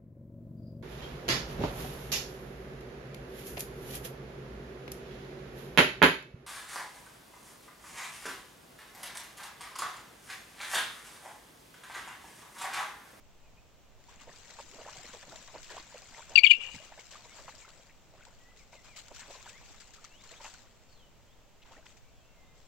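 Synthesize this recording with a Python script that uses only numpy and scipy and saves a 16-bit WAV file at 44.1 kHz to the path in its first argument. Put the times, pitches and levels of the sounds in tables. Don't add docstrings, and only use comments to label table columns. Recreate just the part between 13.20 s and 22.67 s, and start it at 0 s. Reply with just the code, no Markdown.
import sys
import numpy as np
from scipy import signal
from scipy.fft import rfft, irfft, next_fast_len
from scipy.io import wavfile
from scipy.ndimage import uniform_filter1d, minimum_filter1d, map_coordinates

SR = 44100
rng = np.random.default_rng(int(sys.argv[2]) if len(sys.argv) > 2 else 0)


def wav_out(sig):
    wavfile.write(sys.argv[1], SR, np.round(np.clip(np.atleast_2d(sig).T, -1, 1) * 32767).astype(np.int16))


N = 417627

# (frequency [Hz], level [dB])
AIR_DB = [(20, 4), (50, -3), (100, -5.5), (200, -10), (330, -15), (580, -12.5), (1000, -18), (1700, -22.5),
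          (2800, -21.5), (4500, -26.5), (7500, -25), (15000, -20.5)]
# (time [s], length [s], start [Hz], end [Hz], mid arch [Hz], level [dB])
BIRD_WHISTLES = [(.233, .06, 2560, 2300, 30, -64), (.37, 0.035, 2390, 2580, 10, -61),
                 (4.081, .077, 2000, 2260, 66, -56), (4.397, 0.1, 2330, 1950, 52.5, -61.5),
                 (5.184, 0.17, 1914, 2014, -10, -61.5), (5.385, 0.05, 2550, 2040, -40, -60),
                 (5.548, 0.055, 2330, 1950, -60, -56.5), (5.668, 0.089, 2350, 1885, 275.5, -55.5),
                 (6.295, .12, 1570, 2540, -16.5, -54), (6.897, .15, 2550, 4480, -355, -56.5),
                 (7.073, .07, 4300, 3640, 186, -56), (7.682, .11, 4350, 3860, 300, -65),
                 (7.754, .13, 3800, 2940, -235, -64), (8.07, 0.079, 3050, 3790, -120, -66),
                 (8.829, 0.071, 2260, 2320, 9.5, -67), (8.909, 0.15, 3660, 2985, 10, -71),
                 (8.969, .22, 2480, 2656, 131, -69), (9.094, 0.3, 2250, 2138, -133, -66.5),
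                 (9.23, .103, 3450, 3770, 90, -71.5)]
# (time [s], level [dB])
CHURN_DB = [(.8, -76), (1.15, -62), (1.45, -61.5), (1.85, -57), (2.1, -59.5), (2.85, -61), (3.5, -57.5),
            (3.7, -64.5), (4.42, -61), (4.8, -77), (5.15, -71), (5.47, -75), (6.1, -60.5), (6.95, -68.5),
            (7.35, -64), (7.65, -79), (8.35, -93.5), (8.7, -71), (9.1, -91)]
# (time [s], length [s], slosh [dB], spray [dB])
LEG_STRIDES = [(0.88, 0.063, -57, -69), (.985, 0.034, -53.5, -70), (1.075, 0.022, -53, -66),
               (1.375, 0.034, -63, -56.5), (1.654, .09, -54, -66), (2.33, 0.035, -50, -65),
               (2.5, .1, -49.5, -60.5), (2.735, .035, -54, -67), (2.927, .08, -57.5, -61),
               (3.07, .07, -59, -65), (3.605, .05, -55.5, -63.5), (3.765, .04, -57, -63.5),
               (3.91, .06, -56.5, -62), (4.15, 0.055, -56.5, -58.5), (4.275, 0.02, -54, -59),
               (4.57, 0.077, -64.5, -70), (4.94, 0.13, -64.5, -80), (5.36, 0.054, -77, -66),
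               (5.515, 0.034, -61, -62), (5.635, 0.054, -56.5, -63.5), (5.757, 0.034, -57.5, -52),
               (5.935, 0.068, -57, -54), (6.097, 0.058, -54, -54.5), (6.255, 0.035, -57, -59),
               (6.44, 0.083, -82, -62.5), (7.04, 0.14, -58, -64), (7.205, 0.073, -55, -56),
               (7.68, 0.054, -80, -71.5), (8.443, 0.14, -59, -71), (8.65, .07, -66.5, -66),
               (9.34, .11, -79, -72)]
# (frequency [Hz], level [dB])
SLOSH_DB = [(100, -22), (250, -13), (550, -3.5), (1000, 3), (1500, -1), (2400, 2), (4000, -7.5),
            (8000, -35.5)]
# (frequency [Hz], level [dB])
SPRAY_DB = [(500, -29.5), (1500, -4), (2400, -2.5), (4000, -0.5), (6000, -1.5), (7400, 0.5), (10000, -7),
            (15000, -11.5)]
# (time [s], level [dB])
DROP_HITS = [(.84, -46), (1.6754, -45), (2.5684, -41), (3.6007, -40), (4.3497, -42), (4.49, -43.5),
             (4.669, -46), (5.883, -35.5), (6.2277, -39.5), (6.8428, -38.5), (7.3392, -38)]
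# (time [s], level [dB], bubble pitch [Hz], length [s])
PAW_PLOPS = [(.996, -49, 1090, 0.041), (1.07, -42, 640, .025), (1.386, -36, 860, 0.016),
             (1.584, -40, 600, .033), (1.653, -37, 740, 0.011), (1.674, -36, 870, 0.021),
             (1.753, -43.5, 706, .015), (1.84, -46, 466, .015), (1.932, -40.5, 470, .017),
             (2.027, -44, 660, .013), (2.075, -50, 264, 0.065), (2.119, -40.5, 714, .044),
             (2.277, -44, 990, .024), (2.34, -37, 695, .022), (2.507, -43, 584, .042),
             (2.562, -34, 700, .019), (2.742, -39.5, 565, .014), (2.979, -41, 830, .026),
             (3.101, -43.5, 624, .04), (3.541, -42.5, 201, .006), (3.715, -39, 810, .011),
             (3.773, -43.5, 614, .017), (4.04, -47.5, 610, .023), (4.184, -43, 890, .013),
             (4.278, -34.5, 946, .016), (4.55, -51.5, 482, .06), (4.69, -50, 1715, .02),
             (4.935, -47, 596, .015), (5.016, -54, 1900, .014), (5.065, -50.5, 920, .026),
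             (5.525, -47.5, 710, .034), (5.909, -37, 630, .008), (6.011, -42.5, 1470, .025),
             (6.098, -39, 620, .013), (6.152, -47, 563, .01), (6.256, -40, 854, .012),
             (7.114, -49.5, 459, .015), (7.2, -42, 880, .011), (7.242, -37.5, 1170, .026),
             (8.418, -56, 2770, .02), (8.508, -45.5, 796, .028), (8.564, -47, 636, .033),
             (8.659, -43, 1300, .008)]
# (frequency [Hz], gain [dB])
GULP_DB = [(170, 2), (330, -1), (410, -3.5), (500, 1.5), (620, 2), (750, -3), (930, 2.5), (1300, -4.5),
           (2500, 7)]
# (time [s], level [dB], decay [s])
SHEET_SLAPS = [(1.009, -49.5, .023), (1.928, -43, .017), (2.157, -37.5, .0088), (2.429, -42.5, .038),
               (2.501, -44, .03), (3.545, -37, .01), (3.794, -44.5, .013), (3.908, -46, .049),
               (5.05, -46, .007), (5.762, -42, .02), (5.992, -41.5, .016), (6.291, -37.5, .01),
               (6.601, -43.5, .019), (6.735, -43.5, .019), (6.844, -42.5, .012), (7.037, -37, .005),
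               (7.11, -43, .015), (7.241, -46.5, .05), (7.338, -42.5, .0084), (8.52, -50, .012),
               (8.657, -50.5, .014), (8.768, -50.5, .01)]
# (time [s], length [s], start [Hz], level [dB])
SQUEAK_TONES = [(3.155, 0.01, 2803, -1.5), (3.154, .013, 4720, -7.5), (3.166, 0.016, 2790, -11),
                (3.175, .014, 2470, 3), (3.185, .014, 4770, -5.5), (3.179, .018, 2282, -7),
                (3.233, 0.0079, 2810, -0.5), (3.237, .016, 2510, 3.5), (3.242, .02, 4660, -15.5),
                (3.249, .018, 2280, -5.5), (3.2643, 0.0057, 3450, 1), (3.269, .01, 2960, -0.5),
                (3.294, .014, 3080, -8.5), (3.301, 0.019, 3030, 3), (3.305, .021, 2520, 1),
                (3.311, 0.019, 4800, -24), (3.325, .019, 2860, -6), (3.344, .018, 2810, -13.5)]
REGISTER_FLOORS_HZ = [2235, 2680, 4240]
# (frequency [Hz], level [dB])
RASP_DB = [(900, -60.5), (1700, -33.5), (2250, -0.5), (3100, 5), (3800, -5), (4600, -6.5), (5500, -23.5),
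           (7400, -16), (9000, -21), (15000, -30.5)]
# (frequency [Hz], T60 [s])
TREES_T60_S = [(200, .35), (2800, 0.61), (5000, 0.42), (10000, 0.39)]
# (frequency [Hz], T60 [s])
GRASS_T60_S = [(200, 0.06), (3000, 0.11), (10000, 0.025)]
# (frequency [Hz], correlation [-1..1])
PORT_CORRELATION = [(60, .2), (130, 0.53), (300, 0.42), (640, 0.74), (1400, 0.61), (3100, 0.46),
                    (6800, -0.03), (12000, -.5)]
# (frequency [Hz], left minus right [dB])
PORT_BALANCE_DB = [(100, -4), (700, -2), (1300, 1.5), (2400, 2), (4400, 4.5), (7800, 10), (11000, 0)]
# (frequency [Hz], gain [dB])
MICROPHONE_DB = [(7700, 0), (8300, -9), (9200, -15), (12000, -13.5), (15500, -9)]


def amp(db):
    return 10 ** (np.asarray(db) / 20)


def unit(x):
    return x / np.sqrt(np.mean(x ** 2) + 1e-20)


def along(points, hz):
    knots_hz, values = np.transpose(points)
    return np.interp(np.log(hz + 1), np.log(knots_hz + 1), values)


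def wobble(rate_hz, size=N):
    knots = rng.standard_normal(int(size * rate_hz / SR) + 4)
    return map_coordinates(knots, [np.arange(size) * rate_hz / SR])


def filtered(x, response):
    size = next_fast_len(N + SR // 4)
    return irfft(rfft(x, size) * response(np.fft.rfftfreq(size, 1 / SR)), size)[..., :N]


def equalized(x, curve_db):
    return filtered(x, lambda hz: amp(along(curve_db, hz)))


def add(track, time_s, sound):
    part = track[round(time_s * SR):][:len(sound)]
    part += sound[:len(part)]


def ports(pair, spectrum_db):
    def blend(hz):
        angle = np.arccos(np.clip(along(PORT_CORRELATION, hz), -1, 1)) / 2
        return amp(along(spectrum_db, hz)) * [np.cos(angle), np.sin(angle)]
    mid, side = filtered(pair, blend)
    return unit(np.array([mid + side, mid - side]))


def scatter(x, t60_s, delay_s):
    hz, t, spectra = signal.stft(rng.standard_normal((2, SR * 3 // 4)), SR, nperseg=256)
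    tail = signal.istft(spectra * amp(-60 * t / along(t60_s, hz)[:, None]), SR, nperseg=256)[1]
    tail /= np.linalg.norm(tail, axis=1, keepdims=True)
    tail = np.pad(tail, ((0, 0), (round(delay_s * SR), 0)))
    return signal.fftconvolve(np.atleast_2d(x), tail, axes=1)[:, :N]


def air():
    hush = amp(-57.5 + .19 * wobble(10)) * ports(rng.standard_normal((2, N)), AIR_DB)
    breeze_db = [(10, 5), (40, -11), (100, -14.5), (300, -63), (1000, -120)]
    breeze = unit(equalized(rng.standard_normal((2, N)), breeze_db))
    return hush + amp(-66 + 2.5 * wobble(3.5)) * breeze


def birds():
    track = np.zeros(N)
    for time_s, length_s, start_hz, end_hz, arch_hz, db in BIRD_WHISTLES:
        progress = np.linspace(0, 1, round(length_s * SR))
        arch = np.sin(np.pi * progress)
        hz = start_hz + (end_hz - start_hz) * progress + arch_hz * arch
        hz *= 1 + .0116 * wobble(296, len(hz))
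        swell = abs(arch) ** .5 * amp(1.8 * wobble(59, len(hz)))
        add(track, time_s, amp(db - 3.5) * swell * np.sin(2 * np.pi * np.cumsum(hz) / SR))
    return track + amp(-6) * scatter(track, TREES_T60_S, delay_s=.0075)


def churn_db(time_s):
    return np.interp(time_s, *np.transpose(CHURN_DB))


def stirring(attack_s=.012, release_s=.025):
    t = np.arange(N) / SR
    wake_db = churn_db(t)
    power = amp([wake_db + 3, wake_db]) ** 2 * (t > CHURN_DB[0][0])
    age_s = t[:SR // 2]
    for time_s, length_s, slosh_db, spray_db in LEG_STRIDES:
        sweep = np.minimum(age_s / attack_s, 1) * np.exp(-np.maximum(age_s - length_s, 0) / release_s)
        add(power[0], time_s, (amp(slosh_db) * sweep) ** 2)
        add(power[1], time_s, (amp(spray_db) * sweep) ** 2)
    return np.sqrt(power)


def bubbles(times_s, hz, gains, cycles, rise, size):
    t = np.arange(SR // 40) / SR
    age = t * hz[:, None] / cycles
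    phase = 2 * np.pi * cycles * age * (1 + rise * np.minimum(age, 2) / 2)
    ring = np.sin(phase) * np.exp(-np.e * age) * (1 - np.exp(-20 * age))
    index = (times_s * SR).astype(int)[:, None] + np.arange(len(t))
    return np.bincount(index.ravel(), (gains[:, None] * ring).ravel(), size)[:size]


def swarm(count, centre_hz, spread, uneven_db, cycles):
    hz = np.minimum(centre_hz * np.exp(spread * rng.standard_normal(count)), SR / 5)
    gains = amp(uneven_db * np.minimum(rng.exponential(size=count), 3))
    return unit(bubbles(rng.random(count) * N / SR, hz, gains, cycles, rise=.22, size=N))


def droplets(rate_hz, uneven_db, decay_s=.00074):
    hits = (rng.random(N) < rate_hz / SR) * amp(uneven_db * np.minimum(rng.exponential(size=N), 5))
    power = signal.lfilter([1], [1, -np.exp(-1 / (SR * decay_s))], hits ** 2)
    return unit(np.sqrt(power) * rng.standard_normal((2, N)))


def mottled(pair, depth_db):
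    spectra = signal.stft(pair, nperseg=512)[2]
    patches = uniform_filter1d(rng.standard_normal(spectra.shape[1:]), 5, axis=0)
    patches = uniform_filter1d(patches, 4, axis=1)
    return signal.istft(spectra * amp(depth_db * unit(patches)), nperseg=512)[1][:, :N]


def wading():
    slosh_gain, spray_gain = stirring()
    froth = swarm(count=2500, centre_hz=1224, spread=.55, uneven_db=4, cycles=8.6)
    gurgle = swarm(count=300, centre_hz=330, spread=.55, uneven_db=5.5, cycles=3.5)
    drips = swarm(count=450, centre_hz=1900, spread=.45, uneven_db=3.5, cycles=17)
    wash = ports(rng.standard_normal((2, N)), SLOSH_DB)
    slosh = amp(-5.5) * wash + amp(-10) * froth + amp(-16.5) * gurgle + amp(-7.5) * drips
    patter = droplets(rate_hz=1300, uneven_db=3.6) + .8 * rng.standard_normal((2, N))
    spray = ports(mottled(patter, depth_db=3), SPRAY_DB)
    slosh_gain *= amp(1.2 * wobble(30))
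    spray_gain *= amp(4.5 + 1.2 * wobble(40))
    return slosh_gain * slosh + spray_gain * spray


def drops(decay_s=.0013):
    level, t = np.zeros(N), np.arange(SR // 50) / SR
    for time_s, db in DROP_HITS:
        add(level, time_s, amp(db - 5) * np.exp(-t / decay_s))
    return level * ports(rng.standard_normal((2, N)), SPRAY_DB)


def eddies(count=50, over_churn_db=11, centre_hz=750, length_s=.027):
    jitter, pitch = rng.random((count, 2)).T
    times_s = (np.arange(count) + jitter) / count * N / SR
    hz = centre_hz * 2 ** (2 * pitch - 1)
    return np.column_stack([times_s, churn_db(times_s) + over_churn_db, hz, np.full(count, length_s)])


def plops(count=16):
    track = np.zeros(N)
    follower = np.arange(count) > 0
    for time_s, db, cavity_hz, length_s in [*PAW_PLOPS, *eddies()]:
        detune, strength = rng.standard_normal((2, count))
        times_s = .0015 + length_s * (np.arange(count) + rng.random(count)) / count
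        hz = cavity_hz * np.exp(follower * (.34 * detune + .1))
        gains = amp(follower * (3.3 * strength - 2.5 * abs(detune) - 2.5))
        cluster = bubbles(times_s, hz, gains, cycles=5.7, rise=.15, size=SR // 10)
        add(track, time_s, amp(db - 1.5) * cluster / abs(cluster).max())
    return equalized(track, GULP_DB)


def slaps(attack_s=.0013):
    level, t = np.zeros(N), np.arange(SR // 4) / SR
    for time_s, db, decay_s in SHEET_SLAPS:
        add(level, time_s, amp(db - 4.5) * (1 - np.exp(-t / attack_s)) * np.exp(-t / decay_s))
    fizz = swarm(count=2200, centre_hz=2500, spread=.45, uneven_db=3, cycles=14)
    splash = ports(droplets(rate_hz=3000, uneven_db=3.5), SPRAY_DB)
    return level * (splash + amp(-7) * fizz)


def squeak():
    tones, force = np.zeros(N), np.zeros(N)
    for time_s, length_s, start_hz, db in SQUEAK_TONES:
        end_hz = max([floor for floor in REGISTER_FLOORS_HZ if floor < start_hz], default=start_hz)
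        progress = np.linspace(0, 1, round(length_s * SR))
        hz = start_hz + (end_hz - start_hz) * progress ** 1.4
        hz *= 1 + .008 * wobble(470, len(hz))
        swell = amp(db) * signal.windows.tukey(len(hz), .8) * amp(1.3 * wobble(700, len(hz)))
        phase = 2 * np.pi * np.cumsum(hz) / SR
        low_register = end_hz < REGISTER_FLOORS_HZ[1]
        add(tones, time_s, swell * (np.sin(phase) + low_register * amp(-32.5) * np.sin(3 * phase)))
        add(force, time_s, swell)
    rasp = unit(equalized(rng.standard_normal(N), RASP_DB))
    return tones + amp(-21) * force * rasp


def ring_on_left(call):
    bank_db = [(2300, -5.5), (2850, -2.5), (3300, -2.5), (4500, -13.5), (8000, -10)]
    right_gain_db = [(2300, -37.5), (3000, -35.5), (4500, -26)]
    grass = scatter(call, GRASS_T60_S, delay_s=.002)
    trees = scatter(equalized(call, bank_db), TREES_T60_S, delay_s=.03)
    left, right = call + amp(-12.5) * grass + amp(-22.5) * trees
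    return np.array([left, equalized(right, right_gain_db)])


def scene(left_lag_s=2e-5):
    water = wading() + plops() + slaps() + drops()
    water += amp(-24) * scatter(water, TREES_T60_S, delay_s=.016)
    side = np.array([[.5], [-.5]])

    def placement(hz):
        return amp(side * along(PORT_BALANCE_DB, hz)) * np.exp(-2j * np.pi * side * hz * left_lag_s)
    return filtered(water + birds(), placement) + air() + ring_on_left(squeak())


def record(dry, ceiling=.93, ahead_s=.003, hold_s=.084, cutoff_hz=15850):
    x = equalized(dry, MICROPHONE_DB)
    ahead, hold = round(ahead_s * SR), round(hold_s * SR)
    needed = np.minimum(1, ceiling / (abs(x) + 1e-9))
    held = minimum_filter1d(needed, hold + ahead, axis=1, origin=(hold - ahead) // 2)
    gain = uniform_filter1d(uniform_filter1d(held, ahead, axis=1), ahead, axis=1)
    return filtered(x * gain, lambda hz: hz < cutoff_hz)


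dry = scene()
out = record(dry)
wav_out(out)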